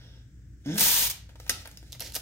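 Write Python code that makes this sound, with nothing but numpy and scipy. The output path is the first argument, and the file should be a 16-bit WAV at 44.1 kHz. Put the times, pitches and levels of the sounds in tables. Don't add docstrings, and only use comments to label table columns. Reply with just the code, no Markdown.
import sys
import numpy as np
from scipy import signal
from scipy.fft import rfft, irfft
from scipy.io import wavfile
from scipy.ndimage import uniform_filter1d

SR = 44100
rng = np.random.default_rng(int(sys.argv[2]) if len(sys.argv) > 2 else 0)


def linear_from_db(decibels):
    return 10 ** (np.asarray(decibels, float) / 20)


def to_wav(s):
    ch = np.atleast_2d(s).T
    pcm = np.round(np.clip(ch, -1, 1) * 32767)
    wavfile.write(sys.argv[1], SR, pcm.astype(np.int16))


N = 97637
T = np.arange(N) / SR
F = np.maximum(np.fft.rfftfreq(N, 1 / SR), 1)
LEFT_RIGHT = np.array([[1], [-1]])

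# [f/Hz, level/dB per Hz]
RUMBLE_TONE = [(15, -54), (25, -21), (39, -14), (64, -5.5), (87, -3.5), (124, -6), (189, -18), (308, -23.5),
               (1200, -63.5), (1560, -112), (2640, -120)]
# [f/Hz, level/dB per Hz]
AIR_HISS_TONE = [(1000, -17.5), (1640, -0.5), (2560, -14), (4300, -18), (5500, -10), (8100, -10.5),
                 (9300, -25), (16000, -18)]
# [f/Hz, width/Hz, level/dB]
HUM = [(57.3, 9, -56.5), (119.44, 5.3, -60.5), (294.5, 24.6, -72.5)]
# [f/Hz, level/dB]
MAINS = [(59, -51.5), (120, -56.5)]
# [t/s, level/dB]
RUSTLE = [(0, -57.5), (.18, -63), (.28, -78), (1.2, -94), (1.4, -62.5), (1.47, -59), (1.485, -73),
          (1.6, -53), (1.64, -64.5), (1.7, -62.5), (1.8, -63), (1.91, -62.5), (1.95, -54), (1.992, -64),
          (2.03, -48), (2.075, -52), (2.125, -70), (2.21, -64)]
# [f/Hz, level/dB]
SLEEVE_TONE = [(400, -5), (1190, -16.5), (1570, -7.5), (2400, -17.5), (3400, -6.5), (4300, -16),
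               (5600, -9.5), (7000, -31.5)]
# [f/Hz, level/dB]
FINGER_TONE = [(400, 1), (520, 5), (1100, -12), (1800, -0.5), (5500, 2), (9000, -5), (16000, -7)]
# [t/s, level/dB, f/Hz, time to fade by 60 dB/s]
THUDS = [(1.512, -43.5, 251, 0.069), (1.519, -38.5, 89, 0.13), (1.828, -46.5, 341, 0.043),
         (2.163, -41, 275, 0.039)]
# [t/s, peak level/dB, dull part level/dB, length/s, centre f/Hz]
TOUCHES = [(0.6618, -43, -8.5, 0.0027, 2000), (0.743, -34, -25, 0.0034, 9500),
           (0.756, -29, -17, 0.004, 9300), (0.764, -37, -9, .003, 2000), (0.768, -29, -32, 0.002, 9500),
           (0.783, -14, -21.5, 0.002, 9100), (0.796, -13, -26, 0.002, 9100),
           (0.8082, -10.5, -19, 0.003, 8900), (1.291, -55.5, -2, 0.0078, 3000),
           (1.356, -49.5, -4.5, 0.0026, 3000), (1.4, -32, -14, 0.002, 2100), (1.465, -47, -1, 0.0027, 900),
           (1.477, -34.5, -29, 0.008, 2300), (1.651, -44, -10.5, 0.0022, 3200),
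           (1.6564, -34, -7, 0.0019, 3600), (1.674, -32, -15, 0.002, 10100),
           (1.714, -36, -20, 0.00086, 6900), (1.773, -29, -26, .0015, 5500),
           (1.828, -41.5, -9, 0.00065, 1700), (1.922, -30, -27, 0.0017, 7400),
           (1.929, -24.5, -26, 0.00095, 4600), (1.949, -41, -13.5, 0.0038, 2000),
           (1.9965, -26, -22.5, 0.00086, 4480), (2.005, -22.5, -27, 0.0017, 10200),
           (2.0072, -30, -22, 0.0018, 4500), (2.012, -29, -20.5, 0.0043, 3640),
           (2.017, -34.5, -23, 0.0033, 3500), (2.022, -25.5, -21.5, 0.0017, 5500),
           (2.098, -38.5, -27, 0.0031, 4870), (2.1218, -33, -29, 0.00085, 3800),
           (2.122, -32, -33, 0.00091, 10000), (2.136, -36, -35, 0.0022, 5000),
           (2.14, -31, -35, 0.0011, 9000), (2.1448, -22, -24, 0.0014, 7500),
           (2.152, -18.5, -31, 0.0031, 9400), (2.156, -25, -26, 0.0036, 6040),
           (2.16, -22.5, -25.5, 0.0016, 8950), (2.1638, -15, -23.5, 0.0014, 6360),
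           (2.168, -33, -19, .002, 1800)]
# [f/Hz, level/dB]
CRACKLE_TONE = [(900, -30), (1500, -33), (2800, -0.5), (5900, 0), (9000, -6.5), (12300, 1), (16000, -3)]
# [f/Hz, level/dB, time to fade by 60 dB/s]
BLADE = [(903, -19, 0.027), (1604, -2.5, 0.038), (1936, -4, 0.035), (2480, -18, 0.025), (3304, -4, 0.02),
         (4940, 2, 0.031), (6490, 2.5, 0.025), (9270, 4, 0.017), (11460, -3.5, 0.017), (14100, 2, 0.012)]
# [f/Hz, level/dB]
SNAP_TONE = [(150, -12), (500, -5), (1250, -3), (1800, -2), (5500, 2.5), (7800, -7.5), (9500, -3.5),
             (16000, -9.5)]
# [t/s, f/Hz, level/dB]
DRUM = [(.655, 300, -55), (.672, 285, -39.5), (.705, 289.4, -41), (.725, 285, -47), (.742, 347, -38),
        (.757, 332, -36), (.772, 338, -45), (.79, 325, -41), (.81, 310, -60)]
# [t/s, slip rate f/Hz, level/dB]
GROAN = [(.652, 133.3, -38.5), (.67, 136.8, -34), (.698, 155.8, -30.5), (.718, 167.6, -29.5),
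         (.738, 194, -33), (.747, 203, -40), (.758, 208, -33), (.772, 205.4, -47), (.83, 207, -46)]
# [f/Hz, width/Hz, level/dB]
BODY = [(159, 105, 1), (306, 115, -5), (446, 47, -18), (646, 470, -27), (1500, 80, -23)]
# [t/s, level/dB]
CREEP = [(.638, -83), (.66, -59.5), (.69, -56), (.73, -49.5), (.755, -53.5), (.775, -53.5), (.79, -39.5)]
# [t/s, level/dB]
PULL = [(.774, -41), (.779, -29.5), (.803, -28), (.809, -24), (.95, -26), (1.04, -27.5), (1.079, -31),
        (1.084, -53), (1.125, -59)]
# [f/Hz, level/dB per Hz]
CREEP_TONE = [(400, -17), (700, -4.5), (1170, -27), (1500, -9.5), (3500, -9.5), (6500, -16), (8500, -24),
              (15500, -31)]
# [f/Hz, width/Hz, level/dB]
CREEP_BANDS = [(1460, 540, 7.9), (3450, 290, 7.7), (5500, 370, 8.8), (6400, 280, 11.2), (11000, 1700, 3)]
# [f/Hz, level/dB per Hz]
PEEL_TONE = [(150, -10), (300, -14), (900, -10.5), (1400, -10), (3500, -0.5), (9000, -4.5), (13500, -2.5),
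             (16000, -6)]
# [f/Hz, width/Hz, level/dB]
STRIP = [(920, 260, -4), (1660, 350, -4.5), (3170, 580, -21), (5100, 660, -28), (6340, 840, -4),
         (8740, 550, -1), (13770, 2400, 1.5)]
# [f/Hz, time to fade by 60 dB/s]
ROOM_T60 = [(200, 0.58), (1000, 0.45), (3000, 0.41), (7000, 0.31), (15000, 0.18)]
# [f/Hz, left minus right level/dB]
PORTS = [(300, 0), (700, 0), (1290, 5.5), (2380, 1), (4400, -8), (8120, -0.5), (15000, 8)]


def curve(table, col=1):
    a = np.array(table)
    return np.interp(T, a[:, 0], a[:, col])


def over_hz(table):
    a = np.array(table)
    return np.interp(np.log(F), np.log(np.maximum(a[:, 0], 1)), a[:, 1])


def unit(x):
    return x / np.sqrt(np.mean(x ** 2))


def peak(hz, width_hz):
    return 1j * F * width_hz / (hz ** 2 - F ** 2 + 1j * F * width_hz)


def filt(x, response):
    return irfft(rfft(x) * response, N)


def flutter(rate, depth_db):
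    k = int(SR / rate)
    steps = np.repeat(rng.standard_normal(N // k + 1), k)[:N]
    return linear_from_db(depth_db * uniform_filter1d(steps, k))


def burst(at, fall, rise=0.00018):
    d = T - at
    return np.exp(np.where(d < 0, d / rise, -d / fall))


def grains(spread_db, tone, peaks=()):
    size = np.minimum(rng.exponential(size=N), 3.09)
    snaps = rng.standard_normal(N) * linear_from_db(spread_db * size)
    resonance = 1 + sum(linear_from_db(db) * peak(f, w) for f, w, db in peaks)
    return unit(filt(snaps, linear_from_db(over_hz(tone)) * resonance))


def spread():
    mid, side = rfft(rng.standard_normal((2, N)))
    width = np.maximum(F / np.hypot(F, 1320), 0.15)
    return mid + side * width * LEFT_RIGHT


def ventilation():
    rumble = unit(irfft(spread() * linear_from_db(over_hz(RUMBLE_TONE)) * (F < 1200), N))
    hiss = unit(irfft(spread() * linear_from_db(over_hz(AIR_HISS_TONE)) * (F > 1000), N))
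    out = linear_from_db(-51.5) * rumble + linear_from_db(-71) * hiss
    for f, db in MAINS:
        out = out + linear_from_db(db + 1.5) * flutter(5, 2.5) * np.sin(2 * np.pi * f * T)
    for f, w, db in HUM:
        out = out + linear_from_db(db) * unit(irfft(spread() * peak(f, w) ** 2, N))
    return out


def rustle():
    early = T < .5
    sleeve = grains(1.5, SLEEVE_TONE)
    fingers = flutter(24.93, 5.2) * grains(4.3, FINGER_TONE)
    return linear_from_db(curve(RUSTLE)) * (early * sleeve + ~early * fingers)


def thuds():
    out = 0
    for s, db, hz, t60 in THUDS:
        since = np.maximum(T - s, 0)
        out = out + linear_from_db(db - 60 * since / t60) * np.sin(2 * np.pi * hz * since)
    return out


def touches():
    click_db, crackle_db, dull_db = 4.5, -7, 4.5
    focus_db, focus_width = 6, 0.34
    pad = peak(675, 630) - 0.76 * peak(422, 166) + 0.59 * peak(1410, 1230)
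    tap = unit(filt(rng.standard_normal(N), pad))
    crackle = grains(5.5, CRACKLE_TONE)
    tone = linear_from_db(over_hz(CRACKLE_TONE))
    bright, dull = 0, 0
    for s, db, dull_part_db, length, hz in TOUCHES:
        click = linear_from_db(click_db) * tone * np.exp(-2j * np.pi * F * (s + 0.000377))
        focus = linear_from_db(db - focus_db / 2) * (1 + linear_from_db(focus_db) * peak(hz, focus_width * hz))
        bright = bright + focus * (click + linear_from_db(crackle_db) * rfft(burst(s, length) * crackle))
        dull = dull + linear_from_db(db + dull_part_db + dull_db) * burst(s, 2.21 * length)
    return irfft(bright, N) + dull * tap


def snap():
    at, rise, fall = 1.4958, .0008, 0.0038
    level_db, ring_db = -18, 0.5
    echo_s, echo_db = 0.0092, -8
    shape = burst(at, fall, rise) + linear_from_db(echo_db) * burst(at + echo_s, fall, rise)
    crack = grains(1.0, SNAP_TONE) * shape
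    d = np.maximum(T - at + 2 * rise, 0)
    ring = sum(linear_from_db(db - 60 * d / t60) * np.sin(2 * np.pi * f * d) for f, db, t60 in BLADE)
    ring = ring * (1 - np.exp(-(d / rise) ** 2))
    return linear_from_db(level_db) * crack, linear_from_db(level_db + ring_db) * 2 * ring / np.abs(ring).max()


def drum():
    on = (T > DRUM[0][0]) * (T < DRUM[-1][0]) * linear_from_db(curve(DRUM, col=2) + 3.5)
    phase = 2 * np.pi * np.cumsum(curve(DRUM) * flutter(90, 0.19)) / SR
    return on * flutter(50, 1.0) * (np.sin(phase) + 0.23 * np.sin(phase * 1.3))


def groan():
    jitter_db, scatter_db = 8.57 * 0.05, 2.5
    live = (T > GROAN[0][0]) & (T < GROAN[-1][0])
    phase = np.cumsum(curve(GROAN) * flutter(150, jitter_db) * live) / SR
    slips = np.diff(np.floor(phase), prepend=0) * flutter(170, scatter_db)
    body = sum((-1) ** k * linear_from_db(db) * peak(f, w) for k, (f, w, db) in enumerate(BODY))
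    body = body / (1 + 1j * F / 1800) ** 2
    scale = 1 / np.std(filt(slips, body)[live])
    return filt(slips * linear_from_db(curve(GROAN, col=2)), body) * scale, phase % 1


def peel(phase):
    creep_on = (T > CREEP[0][0]) * (T < CREEP[-1][0])
    puffs = .5 + 2.73 * np.exp(-phase / 0.99)
    creep = grains(2.7, CREEP_TONE, CREEP_BANDS) * linear_from_db(curve(CREEP)) * puffs * flutter(59.2, 1.9)
    catch_s, catch_fall_s, again_s = 1.0995, 0.006, 0.0117
    catch = burst(catch_s, catch_fall_s, 0.00063)
    catch = catch + linear_from_db(-6) * burst(catch_s + again_s, catch_fall_s / 2, 0.0009)
    effort = linear_from_db(curve(PULL)) * (T > PULL[0][0]) * (T < PULL[-1][0]) + linear_from_db(-26.5) * catch
    near, edge, roll = (grains(6.4, PEEL_TONE, STRIP) * effort * flutter(500, 1.4) for _ in range(3))
    return creep * creep_on + near, linear_from_db(-2) * edge, linear_from_db(-4.5) * roll


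def room(x):
    early_db, early_t60_s, gap_s = 9, 0.029, 0.00236
    noise, tail = spread(), 0
    a = np.array(ROOM_T60)
    for hz in 60 * 2. ** np.arange(9):
        share = np.maximum(1 - np.abs(np.log2(F / hz)), 0)
        t60 = np.interp(np.log(hz), np.log(a[:, 0]), a[:, 1])
        tail = tail + irfft(noise * share, N) * linear_from_db(-60 * T / t60)
    tail = tail * (1 + linear_from_db(early_db - 60 * T / early_t60_s)) * (T > gap_s) * (T < 1.2)
    tail = tail / np.sqrt(np.sum(tail ** 2) / 2)
    return signal.fftconvolve(x[None], tail, axes=1)[:, :N] * linear_from_db(-4)


def ports(x, lead_s, pan_db):
    side = LEFT_RIGHT / 2
    colour = linear_from_db((over_hz(PORTS) + pan_db) * side)
    return filt(x, colour * np.exp(2j * np.pi * F * lead_s * side))


def scene():
    low, phase = groan()
    hiss, edge, roll = peel(phase)
    hands = touches()
    crack, ring = snap()
    src = low + drum() + hiss + hands + crack + thuds() + rustle()
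    src = filt(src, 1 - 0.65 * peak(1125, 380))
    moved = T > 1.9
    direct = ports(src * ~moved + ring, lead_s=.00012, pan_db=0)
    direct = direct + ports(src * moved + edge, lead_s=-0.000018, pan_db=-3)
    direct = direct + ports(roll, lead_s=0.000308, pan_db=1.5)
    wet = room(src + edge + roll + (linear_from_db(3) - 1) * crack)
    return direct + wet + ventilation() * linear_from_db(1.2 * LEFT_RIGHT / 2)


def top_cut(x):
    return signal.sosfilt(signal.butter(12, 16870, fs=SR, output="sos"), x)


def record(dry):
    low_pass = signal.ellip(8, .2, 30, 15800, fs=SR, output="sos")
    mix = signal.sosfiltfilt(low_pass, dry)
    return top_cut(mix)


dry = scene()
out = record(dry)
to_wav(out)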